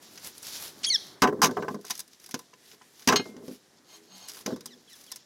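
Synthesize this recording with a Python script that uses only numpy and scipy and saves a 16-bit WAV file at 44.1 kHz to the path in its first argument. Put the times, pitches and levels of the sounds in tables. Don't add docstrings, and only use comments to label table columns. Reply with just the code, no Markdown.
import sys
import numpy as np
from scipy import signal
from scipy.fft import rfft, irfft
from scipy.io import wavfile
from scipy.ndimage import uniform_filter1d

SR = 44100
rng = np.random.default_rng(int(sys.argv[2]) if len(sys.argv) > 2 else 0)


def master(y):
    cut = np.clip(np.atleast_2d(y).T, -1, 1)
    pcm = np.round(cut * 32767)
    wavfile.write(sys.argv[1], SR, pcm.astype(np.int16))


N = 231604


def undb(db):
    return 10 ** (np.asarray(db) / 20)


def unit(x):
    return x / np.sqrt(np.mean(x ** 2))


def track(rows):
    return np.interp(np.arange(N) / SR, *np.transpose(rows))


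def colour(x, shape):
    hz, db = np.transpose(shape)
    bins_hz = np.arange(2049) * SR / 4096
    log_gain = np.interp(np.log(bins_hz + 1), np.log(hz), db) * np.log(10) / 20
    cepstrum = irfft(log_gain)
    cepstrum[1:2048] *= 2
    cepstrum[2049:] = 0
    impulse = irfft(np.exp(rfft(cepstrum)))[:2048]
    return signal.fftconvolve(x, impulse / np.linalg.norm(impulse))[:N]


def ring(x, modes):
    t = np.arange(SR // 2) / SR
    impulse = np.zeros(len(t))
    for hz, db, t60 in modes:
        decay = undb(db - 60 * t / np.clip(t60, .01, .6))
        impulse += rng.choice([-1, 1]) * decay * np.sin(2 * np.pi * hz * t)
    return signal.fftconvolve(x, impulse / np.linalg.norm(impulse))[:N]


def bursts(s, db, t60, rise, hz=None):
    out = np.zeros(N + SR)
    for k, at in enumerate((np.asarray(s) * SR).astype(int)):
        last = np.clip(t60[k], .004, .7)
        t = np.arange(int(1.4 * last * SR)) / SR
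        shape = undb(db[k] - 60 * t / last) * np.minimum(t / rise, 1)
        if hz is not None:
            shape = shape * np.sin(2 * np.pi * hz[k] * t)
        out[at:at + len(t)] += shape
    return out[:N]


FADE_DB_S = dict(drag=900, rustle=420, rock=100, note=3500)


def swells(s, rise, hold, db, fade_db_s):
    t = np.arange(0, N, 32) / SR
    u = t - np.asarray(s)[:, None]
    rise, hold, db = (np.asarray(v)[:, None] for v in (rise, hold, db))
    climb = 20 * np.maximum(1 - u / np.maximum(rise, 1e-4), 0)
    fade = fade_db_s * np.maximum(u - rise - hold, 0)
    power = np.sum(undb(2 * (db - climb - fade)) * (u > 0), axis=0)
    return np.interp(np.arange(N) / SR, t, np.sqrt(power))


def walk(rate):
    k = int(SR / rate)
    return uniform_filter1d(np.repeat(rng.standard_normal(N // k + 1), k), k)[:N]


def grains(rate, spread_db, hiss):
    size = undb(spread_db * np.minimum(rng.exponential(size=N), 3))
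    clicks = (rng.random(N) < rate / SR) * rng.standard_normal(N) * size
    return unit(unit(clicks) + hiss * rng.standard_normal(N))


# f/Hz, relative level/dB
AIR_SPECTRUM = [(15, -65), (25, -31.5), (146, -0.5), (288, 2), (378, 2), (470, -3), (1730, -10.5),
                (2270, -14.5), (5420, -16), (8600, -17.5), (10700, -19.5), (15200, -28.5), (16500, -53)]
# t/s, level/dB
AIR_LEVEL = [(0., -57.5), (1.19, -54.5), (1.21, -64.5), (3.2, -65), (4.3, -63), (5.25, -65)]


def air():
    white = rng.standard_normal((2, N))
    low_shape = [row for row in AIR_SPECTRUM if row[0] < 2500] + [(3000, -79)]
    high_shape = [(1000, -38)] + [row for row in AIR_SPECTRUM if row[0] > 1500]
    low = undb(track(AIR_LEVEL) + 2.0 * walk(5.4)) * colour(white[0], low_shape)
    high = undb(-66.5 + 3.3 * walk(16)) * colour(white[1], high_shape)
    return low + high


# start t/s, rise/s, hold/s, middle band level/dB, thin top band level/dB
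RUSTLES = [(.0, .025, 1.11, -56, -57), (.19, .06, .02, -50, -44), (.4, .05, .24, -48, -44),
           (.47, .06, .04, -45, -47), (1.21, .02, 4.1, -68, -78), (1.44, .03, .15, -58, -72),
           (1.66, .05, .03, -59, -60), (1.8, .1, .1, -55, -52), (2.04, .08, .03, -60, -69),
           (2.17, .05, .2, -63, -62), (2.55, .15, .04, -59, -59), (2.85, .15, .05, -60, -57),
           (3.18, .03, .08, -58, -64), (3.38, .08, .1, -61, -57), (3.84, .07, .06, -63, -61),
           (4.0, .03, .1, -65, -72), (4.11, .06, .08, -57, -60), (4.27, .01, .13, -56, -52),
           (4.45, .01, .07, -52, -60), (4.65, .01, .2, -66, -70), (4.87, .03, .27, -60, -60),
           (5.17, .02, .1, -63, -80)]


def rustle():
    s, rise, hold, mid_db, top_db = np.transpose(RUSTLES)

    def move(db):
        return swells(s, rise, hold, db, FADE_DB_S["rustle"]) * undb(1.8 * walk(40))

    mid_shape = [(500, -33), (1500, -16), (3500, 2), (5500, 5.0), (7500, -1.5), (10000, -47)]
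    top_shape = [(6000, -4), (8500, -7), (10500, -1.), (13000, -3.0), (16000, -12)]
    mid = colour(grains(700, 2.6, 1.9), mid_shape)
    top = colour(grains(700, 4.6, 1.6), top_shape)
    return move(mid_db) * mid + move(top_db) * top


# t/s, relative level/dB, brightness/dB
CRACK_EVENTS = [(.175, -42, -3), (.245, -42, 5), (.3784, -49, 9), (.427, -43, 8), (.4683, -39, 3),
                (.4857, -46, 6), (1.2195, -15, -3), (1.2356, -31, -12), (1.2728, -35, -11),
                (1.4175, -14, 0), (1.4298, -18, -4), (1.44, -16, -1), (1.4554, -31, 4), (1.4674, -36, 7),
                (1.51, -43, 2), (1.5694, -46, -12), (1.6232, -46, -11), (1.6818, -43, -10),
                (1.7447, -49, 0), (1.8108, -50, 4), (1.8494, -41, 4), (1.8635, -42, 3), (1.8811, -47, 2),
                (1.8984, -35, 3), (1.9059, -26, 1), (1.952, -41, 4), (1.9764, -44, 8), (1.9925, -38, 8),
                (2.0006, -35, 7), (2.0777, -55, 7), (2.1311, -51, 2), (2.198, -50, 4), (2.2404, -46, 2),
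                (2.2605, -43, 5), (2.29, -46, 6), (2.31, -38, 3), (2.342, -31, -1), (2.3907, -40, 5),
                (2.537, -54, -9), (2.7142, -47, -2), (2.8173, -53, -9), (2.9944, -47, -1),
                (3.0215, -48, -4), (3.0741, -16, -2), (3.0855, -18, -9), (3.1094, -41, -9),
                (3.1234, -23, -7), (3.1587, -21, -5), (3.253, -48, -3), (3.3654, -52, -3), (3.4798, -46, 0),
                (3.5124, -48, -2), (4.18, -50, 8), (4.2845, -38, 6), (4.2942, -40, 2), (4.316, -45, 4),
                (4.3344, -46, 4), (4.3455, -45, 0), (4.3683, -45, 3), (4.41, -44, 1), (4.4613, -30, -2),
                (4.5605, -45, 3), (4.6069, -44, 2), (4.6573, -36, 7), (4.93, -51, 6), (4.9592, -48, 2),
                (5.01, -50, 6), (5.036, -52, 6), (5.0643, -48, 2), (5.1161, -35, 4), (5.1593, -38, 6)]
# f/Hz, relative level/dB
GRIT_SPECTRUM = [(2500, -29.5), (3500, -1), (4200, -0.5), (5800, 4.5), (7000, -4), (8500, -5.5),
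                 (11000, -28.5)]
# f/Hz, relative level/dB, t60/s
SHARD_MODES = [(3840, -3, 0.047), (4200, -0.5, 0.023), (4770, -3.5, 0.021), (5190, 1, 0.026),
               (5410, -9, .03), (5580, 1, 0.022), (6410, -1, 0.018), (7360, -10, 0.017)]
CRACK_T60_S, CRACK_T60_S_PER_DB = .062, .0006


def contacts():
    s, db, bright_db = np.transpose(CRACK_EVENTS)
    t60 = CRACK_T60_S + CRACK_T60_S_PER_DB * (db + 20)
    spit = grains(4000, 2.2, 1.2) * undb(2.2 * walk(250))
    crush = bursts(s, db, t60, rise=0.0007) * spit
    low_push = bursts(s, db - bright_db, 1.16 * t60, rise=.0006) * spit
    top_push = bursts(s, db + bright_db, 0.71 * t60, rise=0.0011) * spit
    low = colour(low_push, [(700, -23), (1500, 1.5), (3000, 1.5), (4500, -30.5)])
    top = colour(top_push, [(5000, -28), (8000, 5.0), (12000, -1.5), (16000, -12)])
    middle = colour(crush, GRIT_SPECTRUM)
    chime = ring(crush, SHARD_MODES)
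    return middle + undb(-5.0) * chime + undb(-7.5) * low + undb(-2.5) * top


# f/Hz, gain/dB
THROAT_GAIN = [(1000, -22), (2200, -18), (3300, -4), (4150, -8), (4420, 1), (5000, -6), (5450, 0),
               (6500, -24), (8000, -28), (10500, -42), (13000, -72), (17000, -110)]


def song(notes, dull_db_khz):
    out = np.zeros(N)
    throat_hz, throat_db = np.transpose(THROAT_GAIN)
    wobble = 1 + .012 * walk(500)
    flutter = [walk(200) for _ in range(5)]
    for s, length, hz0, hz1, hz2, db, lift_db in notes:
        at = np.arange(int((s - .003) * SR), int((s + length + .02) * SR))
        u = np.clip((at / SR - s) / length, -.1, 1.1)
        bend = (hz1 - (hz0 + hz2) / 2) * 4 * u * (1 - u)
        hz = hz0 + (hz2 - hz0) * u + bend
        phase = 2 * np.pi * np.cumsum(hz * wobble[at]) / SR
        edge = np.sqrt(2) * swells([s - .002], [.004], [length - .004], [db], FADE_DB_S["note"])[at]
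        for k in range(1, 6):
            throat = np.interp(np.log(k * hz), np.log(throat_hz), throat_db)
            tilt = lift_db * (k - 1) + dull_db_khz * k * hz / 1000
            out[at] += edge * undb(throat + tilt + k * flutter[k - 1][at]) * np.sin(k * phase)
    return out


# start t/s, length/s, start f/Hz, middle f/Hz, end f/Hz, level before the throat/dB,
# lift of each overtone/dB
NEAR_NOTES = [(.841, .021, 1050, 1760, 2430, -26, 0), (.864, .033, 3090, 3330, 2980, -26, 13),
              (.901, .063, 2280, 1990, 1650, -21, 0)]
# start t/s, length/s, start, middle and end f/Hz, level/dB, overtone lift/dB
FAR_NOTES = [(4.876, .027, 3400, 3180, 2760, -38, 0), (4.907, .04, 2060, 1900, 1700, -35, 3)]
# shift t/s, relative level/dB
FAR_LOOP = [(-.396, -3.5), (-.203, -1), (0., 0), (.197, 0), (.287, -13.5)]
FAR_DULL_DB_KHZ = -4.5


def birds():
    hoarse = bursts([.832, .845], [-33., -32.], [.12, .06], rise=0.0025) * rng.standard_normal(N)
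    hoarse_shape = [(900, -30), (2000, -12.5), (5500, -11.0), (7000, -11.5), (10000, -19.5), (12000, -40)]
    calls = song(NEAR_NOTES, 0) + colour(hoarse, hoarse_shape)
    far = song(FAR_NOTES, FAR_DULL_DB_KHZ)
    for shift, db in FAR_LOOP:
        calls = calls + undb(db) * np.roll(far, int(shift * SR))
    t = np.arange(SR // 2) / SR
    trees = rng.standard_normal(len(t)) * undb(-60 * t / 0.55) * np.minimum(t / .006, 1)
    moving = calls * (.5 + walk(700))
    echo = signal.fftconvolve(moving, trees / np.linalg.norm(trees))[:N]
    return calls + undb(-14.0) * echo


def lid(push, modes, broad):
    return undb(-2.5) * ring(push, modes) + undb(-6.0) * colour(push, broad)


# f/Hz, level over the boom/dB
CENTRE, HALF, NEAR_RIM, RIM = (255, 1.5), (415, 0), (640, -8), (1010, -0.5)
# (f/Hz, level over the boom/dB)
LID_BLOWS = [(1.221, -13, -10, CENTRE), (1.238, -14, -15, RIM), (1.271, -19, -26, NEAR_RIM),
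             (1.284, -22, -33, HALF), (1.325, -23, -35, HALF), (1.39, -33, -50, CENTRE),
             (1.417, -29, -12, RIM), (1.43, -18, -19, RIM), (1.445, -26, -21, HALF),
             (1.466, -28, -39, CENTRE), (1.489, -28, -35, CENTRE), (1.51, -33, -40, CENTRE),
             (1.567, -24, -25, HALF), (1.589, -28, -44, NEAR_RIM), (1.623, -27, -28, HALF),
             (1.644, -30, -43, NEAR_RIM), (1.68, -25, -26, HALF), (1.708, -30, -52, CENTRE),
             (1.743, -28, -36, HALF), (1.789, -42, -54, HALF), (1.844, -50, -42, HALF),
             (1.901, -43, -34, RIM), (1.994, -54, -47, RIM), (2.289, -58, -46, RIM),
             (2.341, -29, -34, CENTRE), (2.391, -45, -46, RIM), (2.531, -52, -49, RIM),
             (2.732, -56, -51, HALF), (2.812, -53, -49, RIM), (3.012, -59, -51, HALF),
             (3.074, -15, -18, CENTRE), (3.087, -19, -15, NEAR_RIM), (3.104, -24, -24, HALF),
             (3.123, -19, -17, NEAR_RIM), (3.139, -23, -35, HALF), (3.158, -30, -27, NEAR_RIM),
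             (3.194, -26, -30, CENTRE), (3.254, -36, -40, NEAR_RIM), (3.288, -42, -55, CENTRE),
             (3.364, -41, -50, CENTRE), (3.423, -40, -50, NEAR_RIM), (3.48, -32, -48, CENTRE),
             (3.511, -38, -53, CENTRE), (4.295, -60, -49, HALF), (4.368, -56, -45, HALF),
             (4.407, -53, -50, HALF), (4.46, -28, -35, CENTRE), (4.476, -25, -37, NEAR_RIM),
             (4.504, -28, -38, NEAR_RIM), (4.523, -27, -43, CENTRE), (4.56, -38, -44, CENTRE),
             (4.607, -52, -55, HALF), (4.657, -50, -48, CENTRE), (4.759, -58, -72, CENTRE),
             (5.117, -56, -47, RIM), (5.159, -66, -51, RIM)]
# start t/s, rise/s, hold/s, relative level/dB
ROCKING = [(1.3, .07, .22, -43), (3.22, .08, .09, -47), (3.85, .15, .1, -68), (4.5, .05, .22, -61)]
# f/Hz, relative level/dB, t60/s
BOOM_MODES = [(122, -14, 0.11), (161.4, -10.5, 0.14), (201.4, -4, 0.15), (255.6, -2, 0.14),
              (307.7, -1, 0.1), (353, -1, .11), (415.5, -1, .11), (470.4, -2.5, 0.075), (521.5, -3.5, .1),
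              (575, -7.5, .08)]
# f/Hz, relative level/dB, t60/s
KNOCK_MODES = [(636, -6.5, 0.067), (742, 0, 0.069), (828, -2, 0.074), (892, -4, 0.083), (998, -1, .07),
               (1066, -3, .08), (1160, -4.5, 0.078), (1318, -3, 0.042), (1392, -9.5, .05), (1517, -4, .045),
               (1664, -10.5, 0.025), (1876, -11.5, .035), (2155, -15, .035)]
BOOM_T60_S, SING_T60_S = .08, .115
KNOCK_T60_S, KNOCK_T60_S_PER_DB = .082, .0015


def thuds():
    s, boom_db, knock_db, hz, sing_db = np.transpose([row[:-1] + row[-1] for row in LID_BLOWS])
    knock_t60 = KNOCK_T60_S + KNOCK_T60_S_PER_DB * (knock_db + 20)
    rock = swells(*np.transpose(ROCKING), FADE_DB_S["rock"]) * undb(2.1 * walk(30))
    boom = bursts(s, boom_db, np.full(len(s), BOOM_T60_S), rise=0.0032) + rock
    knock = bursts(s, knock_db, knock_t60, rise=0.0014) + undb(-18.0) * rock
    rings = bursts(s, boom_db + sing_db, np.full(len(s), SING_T60_S), rise=0.0014, hz=hz)
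    deep_shape = [(25, -70), (60, -40), (100, -13), (170, 1.5), (300, 3.0), (600, 3), (1200, -37.5)]
    hard_shape = [(250, -25.5), (600, -3.), (1000, 0.), (1700, 1.5), (3000, -39)]
    deep = lid(boom * rng.standard_normal(N), BOOM_MODES, deep_shape)
    hard = lid(knock * rng.standard_normal(N), KNOCK_MODES, hard_shape)
    return rings + deep + hard


# t/s, impulse level/dB, contact time/s
GLASS_TAPS = [(3.159, 14, 0.000065), (3.197, 10, 0.0003)]
# f/Hz, relative level/dB, t60/s
GLASS_MODES = [(1669, -20, .15), (2116, -20, .4), (2514, -10, .07), (2869, -9, .1), (3160, -9, .14),
               (3553, -13, .098), (3914, -9, .11), (4247, -1, .11), (4420, -15, .13), (4608, -3, .055),
               (4888, -20, .15), (5389, -14, .13), (6492, -1, .075), (8436, -21, .11)]
# start t/s, rise/s, hold/s, relative level/dB
ROD_DRAGS = [(3.84, .06, .07, -55), (4.04, .09, .16, -53)]
ROD_DAMPING = .6


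def bottle():
    t = np.arange(N) / SR
    tap = np.zeros(N)
    for s, db, touch in GLASS_TAPS:
        push = np.sin(np.pi * np.clip((t - s) / touch, 0, 1))
        tap += undb(db) * push / (touch * SR)
    drag = swells(*np.transpose(ROD_DRAGS), FADE_DB_S["drag"])
    slip = drag * undb(2.23 * walk(60)) * grains(1200, 2.7, 1.3)
    damped_modes = [(hz, db, ROD_DAMPING * t60) for hz, db, t60 in GLASS_MODES]
    return ring(tap, GLASS_MODES) + ring(slip, damped_modes) + undb(-7.0) * ring(slip, KNOCK_MODES)


# t/s, f/Hz, level before wavering/dB, t60/s
LID_HUMS = [(3.94, 325, -50, .45), (3.94, 415, -50, .45), (4.08, 188.7, -49, .6), (4.28, 415, -48, .4),
            (4.62, 243, -49, .6)]


def hum():
    s, hz, db, t60 = np.transpose(LID_HUMS)
    return bursts(s, db, t60, rise=0.08, hz=hz) * undb(2 * walk(22))


def scene():
    return (air() + rustle() + contacts() + birds() + thuds() + bottle() + hum())[None]


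OVERLOAD = .25
LOPSIDED = 0.16
TOP_HZ, CUT_HZ = 16000, 16900


def record(dry):
    x = signal.sosfilt(signal.butter(2, 40, "high", fs=SR, output="sos"), dry)
    x = x / (1 + np.abs(x / OVERLOAD) ** 5) ** .2
    x = x + LOPSIDED * x ** 2
    x = signal.sosfilt(signal.butter(1, 25, "high", fs=SR, output="sos"), x)
    x = signal.sosfilt(signal.ellip(6, .3, 25, TOP_HZ, fs=SR, output="sos"), x)
    return signal.sosfilt(signal.ellip(8, .2, 70, CUT_HZ, fs=SR, output="sos"), x)


dry = scene()
out = record(dry)
master(out)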